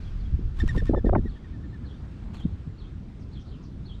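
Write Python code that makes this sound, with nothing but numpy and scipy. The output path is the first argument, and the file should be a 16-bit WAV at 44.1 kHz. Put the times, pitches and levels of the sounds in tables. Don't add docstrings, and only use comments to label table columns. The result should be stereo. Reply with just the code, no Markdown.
import sys
import numpy as np
from scipy import signal
from scipy.fft import rfft, irfft
from scipy.io import wavfile
from scipy.ndimage import uniform_filter1d

SR = 44100
rng = np.random.default_rng(int(sys.argv[2]) if len(sys.argv) > 2 else 0)


def inscribe(sig):
    pcm = np.round(np.clip(np.atleast_2d(sig).T, -1, 1) * 32767)
    wavfile.write(sys.argv[1], SR, pcm.astype(np.int16))


N = 176400
TIME = np.arange(N) / SR

# start in seconds, length in seconds, level in dB, pitch in Hz, fade over the stroke in dB,
# late droop as a share of the pitch.
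DOWNSTROKES = [(.601, 0.028, -24.5, 1836, 24, 0.15), (0.686, .034, -28, 1877, 20.5, .11),
               (0.774, 0.034, -35.5, 1853, 5, 0.031), (0.869, 0.033, -41.5, 1848, 12, .12),
               (0.958, 0.04, -43.5, 1804, 3.5, 0.055), (1.056, 0.039, -42.5, 1860, 8.5, 0.18),
               (1.163, 0.032, -50, 1870, 3.5, 0.13), (1.256, 0.037, -44.5, 1915, 8.5, 0.15),
               (1.354, .031, -52.5, 1825, 3.5, 0.078), (1.441, .034, -53, 1887, 4.5, 0.12),
               (1.529, 0.036, -55.5, 1846, -4.5, 0.077), (1.633, .033, -45.5, 1840, 16, 0.072),
               (1.727, 0.04, -45.5, 1828, 6, 0.094), (1.841, 0.02, -47.5, 1760, 8.5, 0.096)]


def amp(db):
    return 10 ** (np.asarray(db) / 20)


def unit(x):
    return x / np.sqrt(np.mean(x ** 2) + 1e-20)


def curve(rows, column=1):
    rows = np.array(rows)
    return np.interp(TIME, rows[:, 0], rows[:, column])


def noise(spectrum):
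    hz, db = np.transpose(spectrum)
    gain = amp(np.interp(np.log(np.fft.rfftfreq(N, 1 / SR) + 1), np.log(hz + 1), db))
    return unit(irfft(rfft(rng.standard_normal(N)) * gain, N))


def wander(n, hz):
    lowpass = np.exp(-(np.arange(SR // 2 + 1) / hz) ** 2)
    return unit(irfft(rfft(rng.standard_normal(SR)) * lowpass))[:n]


def pan(left_db):
    gains = amp([[left_db / 2], [-left_db / 2]])
    return gains / gains.mean()


def pair(a, b, correlation):
    correlation = np.clip(correlation, -1, 1)
    return np.sqrt((1 + correlation) / 2) * a + np.sqrt((1 - correlation) / 2) * np.array([b, -b])


def add(mix, start_s, sound):
    at = round(start_s * SR)
    sound = sound[:, max(-at, 0):]
    part = mix[:, max(at, 0):][:, :sound.shape[1]]
    part += sound[:, :part.shape[1]]


def garden(x, correlation, t60_s=0.26):
    t = np.arange(SR // 2) / SR
    tail = pair(*rng.standard_normal((2, len(t))), correlation) * amp(-60 * t / t60_s)
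    return signal.fftconvolve(x.mean(0)[None], tail / np.linalg.norm(tail[0]), axes=1)[:, :N]


def outdoors(patch_db=1.5):
    # frequency in Hz, relative density in dB.
    air_spectrum = [(12, -22), (20, -12.5), (49, -0.5), (97, -3), (169, -9.5), (229, -11.5), (555, -33),
                    (1510, -44), (2220, -46), (3460, -47), (8620, -63.5), (15000, -93.5)]
    traffic_spectrum = [(300, -10.5), (800, 10), (1400, 14.5), (5000, -27.5)]
    # time in seconds, level in dB.
    air_level = [(1.8, -37.5), (2.15, -35.5), (2.7, -38)]
    traffic_level = [(1.5, -67), (2.1, -64.5), (3.1, -68.5)]
    # time in seconds, left-right correlation.
    air_correlation = [(.6, 0.2), (1.3, 1), (1.6, .999)]
    air = amp(curve(air_level)) * pair(noise(air_spectrum), noise(air_spectrum), curve(air_correlation))
    traffic = amp(curve(traffic_level)) * noise(traffic_spectrum)
    spectra = signal.stft(air + traffic, nperseg=1024)[2]
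    patches = uniform_filter1d(rng.standard_normal(spectra.shape[1:]), size=12, axis=0)
    patches = unit(uniform_filter1d(patches, size=7, axis=1))
    return signal.istft(spectra * amp(patch_db * patches))[1][:, :N]


def left_hiss(start_db=-58, fade_db_per_s=14):
    # frequency in Hz, relative density in dB.
    spectrum = [(1500, 4), (5000, -5), (12000, -30.5)]
    return amp(start_db - fade_db_per_s * TIME) * pan(left_db=13) * noise(spectrum)


def eddies():
    # time in seconds, left level in dB, right level in dB.
    levels = [(0, -27.5, -38), (.31, -26, -36), (.342, -12, -36), (.41, -32.5, -41), (.455, -16.5, -35),
              (.54, -28, -39), (.64, -16, -23), (.83, -23.5, -19), (.94, -14.5, -34.5), (1.01, -32.5, -17),
              (1.07, -15, -35), (1.22, -19.5, -24.5), (1.4, -46, -47.5)]
    # frequency in Hz, relative density in dB.
    spectrum = [(8, -12.5), (25, -1), (55, 0.5), (100, -9), (300, -37), (2000, -89.5)]
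    rumble = pair(noise(spectrum), noise(spectrum), correlation=0.6)
    return rumble * amp([curve(levels, column=1), curve(levels, column=2)])


def bird_note(pitch_hz, jitter):
    n = len(pitch_hz)
    phase = 2 * np.pi * np.cumsum(pitch_hz * (1 + jitter * wander(n, hz=600))) / SR
    envelope = np.sqrt(abs(np.sin(np.pi * np.arange(n) / n)))
    return unit(np.sin(phase) * envelope * amp(3 * wander(n, hz=120)))[None]


def chirps(length_s=0.118, pitch_hz=4390):
    # start in seconds, level in dB.
    calls = [(0, -67), (.185, -70), (1.27, -68), (1.836, -64.5), (2.328, -61), (2.767, -64), (3.308, -62),
             (3.838, -59.5)]
    # share of the length, pitch ratio, gain in dB.
    contour = [(0, .8, -10), (.22, 1.02, -1), (.42, .8, -3), (.75, .71, 1), (1, .88, -1)]
    knots, ratios, gains_db = np.transpose(contour)
    progress = np.arange(0, length_s, 1 / SR) / length_s
    out = np.zeros((2, N))
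    for start_s, db in calls:
        note = bird_note(pitch_hz * np.interp(progress, knots, ratios), jitter=0.037)
        add(out, start_s, amp(db + np.interp(progress, knots, gains_db)) * note)
    return out


def puffs(highpass_hz=83, lowpass_order=4.48, right_lead_rad=1.52):
    # peak time in seconds, half width in seconds, peak level in dB, corner in Hz.
    vortices = [(0.34, .0072, -27, 196), (.395, 0.0039, -27.5, 278), (.638, 0.0069, -21.5, 315),
                (.77, .013, -22.5, 356), (0.825, 0.007, -28.5, 438), (0.898, 0.0031, -13, 369),
                (.912, 0.0039, -18, 420), (.938, 0.0051, -16.5, 553), (.948, .0028, -19.5, 954),
                (0.979, 0.0087, -22, 540), (1.049, .003, -15, 420), (1.069, .007, -18, 460),
                (1.095, 0.0026, -18, 883), (1.134, 0.0048, -17, 694), (1.154, .003, -18.5, 1230),
                (1.162, 0.0042, -16.5, 850), (1.181, 0.017, -20, 326), (1.258, .0073, -27, 327),
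                (1.575, 0.0075, -34, 264), (2.457, 0.00493, -17.5, 191), (2.535, 0.0064, -28, 109),
                (2.679, 0.0099, -32.5, 210.6)]
    out, size = np.zeros((2, N)), 8192
    t, hz = (np.arange(size) - size // 2) / SR, np.fft.rfftfreq(size, 1 / SR)
    for peak_s, width_s, db, corner_hz in vortices:
        envelope = 1 / np.cosh(t / width_s)
        rolloff = np.sqrt(1 + (hz / corner_hz) ** (2 * lowpass_order))
        swirl = irfft(rfft(rng.standard_normal((2, size))) / rolloff)
        travel = np.cumsum(envelope ** 0.4)
        gust = envelope * np.array([np.interp(travel, np.arange(size), v) for v in swirl])
        gust = irfft(rfft(gust) * hz / np.hypot(hz, highpass_hz))
        a, b = [v / np.linalg.norm(v) for v in gust]
        if peak_s < DOWNSTROKES[-1][0]:
            left, right = pair(a, b, correlation=0.89) * pan(left_db=-2)
            ports = np.array([left, irfft(rfft(right) * np.exp(1j * right_lead_rad))])
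        else:
            ports = a[None]
        gain = np.linalg.norm(envelope) * amp(db)
        add(out, peak_s + t[0], ports * gain * signal.get_window("hann", size))
    return out


def whistles():
    harmonics_db = [0, -14, -20.5, -28, -33]
    # time in seconds, left minus right gain in dB.
    sides = [(.6, 8), (.8, 13), (1.1, 4), (1.4, 1)]
    rise_s, release_s = 0.005, 0.0029
    scoop, scoop_s, sag, jitter = 0.045, 0.0025, 0.015, 0.011
    flutter_db, dull_db_per_s = 2.3, 3.9
    out = np.zeros((2, N))
    for start_s, length_s, db, hz, fade_db, droop in DOWNSTROKES:
        t = np.arange(0, length_s, 1 / SR)
        progress = t / length_s
        arch = 1 - scoop * np.exp(-t / scoop_s) - sag * progress - droop * progress ** 3
        phase = 2 * np.pi * np.cumsum(hz * (arch + jitter * wander(len(t), hz=350))) / SR
        dull_db = dull_db_per_s * (start_s - DOWNSTROKES[0][0])
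        tone = np.zeros(len(t))
        for k, harmonic_db in enumerate(harmonics_db, 1):
            gain_db = harmonic_db - (k - 0.5) * dull_db + flutter_db * wander(len(t), hz=170)
            tone += amp(gain_db) * np.sin(k * phase)
        gate = np.minimum(t / rise_s, 1) * np.minimum((length_s - t) / release_s, 1)
        envelope = gate * amp(db - fade_db * progress)
        ports = np.array([tone, np.full_like(t, tone[-1])])
        side_db = np.interp(start_s, *np.transpose(sides))
        add(out, start_s, np.sqrt(2) * ports * envelope * pan(side_db))
    return out


def brush(bursts, spectrum, grain_db, correlation):
    envelope = sum(amp(db) * np.exp(-np.maximum((peak_s - TIME) / rise_s, (TIME - peak_s) / decay_s))
                   for peak_s, rise_s, decay_s, db in bursts)
    grains = unit(amp(grain_db * unit(uniform_filter1d(rng.standard_normal(N), size=30))))
    return envelope * grains * pair(noise(spectrum), noise(spectrum), correlation)


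def swishes_and_claps():
    # peak time in seconds, rise in seconds, decay in seconds, level in dB.
    swishes = [(.602, 0.02, 0.019, -47), (.691, 0.038, 0.05, -51), (.779, 0.011, 0.027, -51),
               (.872, 0.017, 0.029, -51), (1.066, 0.013, 0.019, -57.5)]
    claps = [(.679, .003, .003, -43), (.7645, .002, .004, -46), (.857, .002, .003, -54)]
    # frequency in Hz, relative density in dB.
    spectrum = [(200, -29), (1100, 11.5), (2200, 5), (3300, 5.5), (8500, -11), (16000, -43)]
    return pan(left_db=6.1) * brush(swishes + claps, spectrum, grain_db=4.5, correlation=0.63)


def upstroke():
    # peak time in seconds, rise in seconds, decay in seconds, level in dB.
    bursts = [(.753, 0.0085, 0.01, -43.5)]
    # frequency in Hz, relative density in dB.
    spectrum = [(500, -20), (1050, 10), (1700, -14.5), (6000, -40)]
    return brush(bursts, spectrum, grain_db=3.5, correlation=1)


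def rustle():
    # peak time in seconds, rise in seconds, decay in seconds, level in dB.
    bursts = [(2.345, 0.0073, 0.021, -49.5), (2.368, 0.0014, 0.0089, -55), (2.399, 0.0017, 0.018, -52.5)]
    # frequency in Hz, relative density in dB.
    spectrum = [(200, -11), (950, 0.5), (1600, -9.5), (3000, -8), (5000, -25), (6800, -18), (14000, -43)]
    return brush(bursts, spectrum, grain_db=2.5, correlation=1)


def rasps(fall_per_s=4.5):
    # start in seconds, length in seconds, level in dB, top pitch in Hz.
    calls = [(3.194, 0.051, -74, 5650), (3.391, .045, -72.5, 6200), (3.45, 0.13, -67.5, 4800),
             (3.625, 0.055, -69, 5830)]
    out = np.zeros((2, N))
    for start_s, length_s, db, top_hz in calls:
        t = np.arange(0, length_s, 1 / SR)
        add(out, start_s, amp(db) * bird_note(top_hz * np.exp(-fall_per_s * t), jitter=0.095))
    return out


def scene():
    wings = whistles() + swishes_and_claps() + upstroke()
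    leaves = rustle()
    wings += amp(-23) * garden(wings, correlation=0.68)
    wind = puffs() + eddies()
    hiss = left_hiss()
    birds = chirps() + rasps()
    birds += amp(-2.5) * garden(birds, correlation=1)
    return wings + leaves + wind + hiss + birds + outdoors()


def record(dry, fade_s=0.004, cutoff_hz=15700):
    faded = dry * np.minimum(np.minimum(TIME, TIME[-1] - TIME) / fade_s, 1)
    lowpass = signal.firwin(511, cutoff_hz, window=("kaiser", 9), fs=SR)
    return signal.oaconvolve(faded, lowpass[None], "same")


dry = scene()
out = record(dry)
inscribe(out)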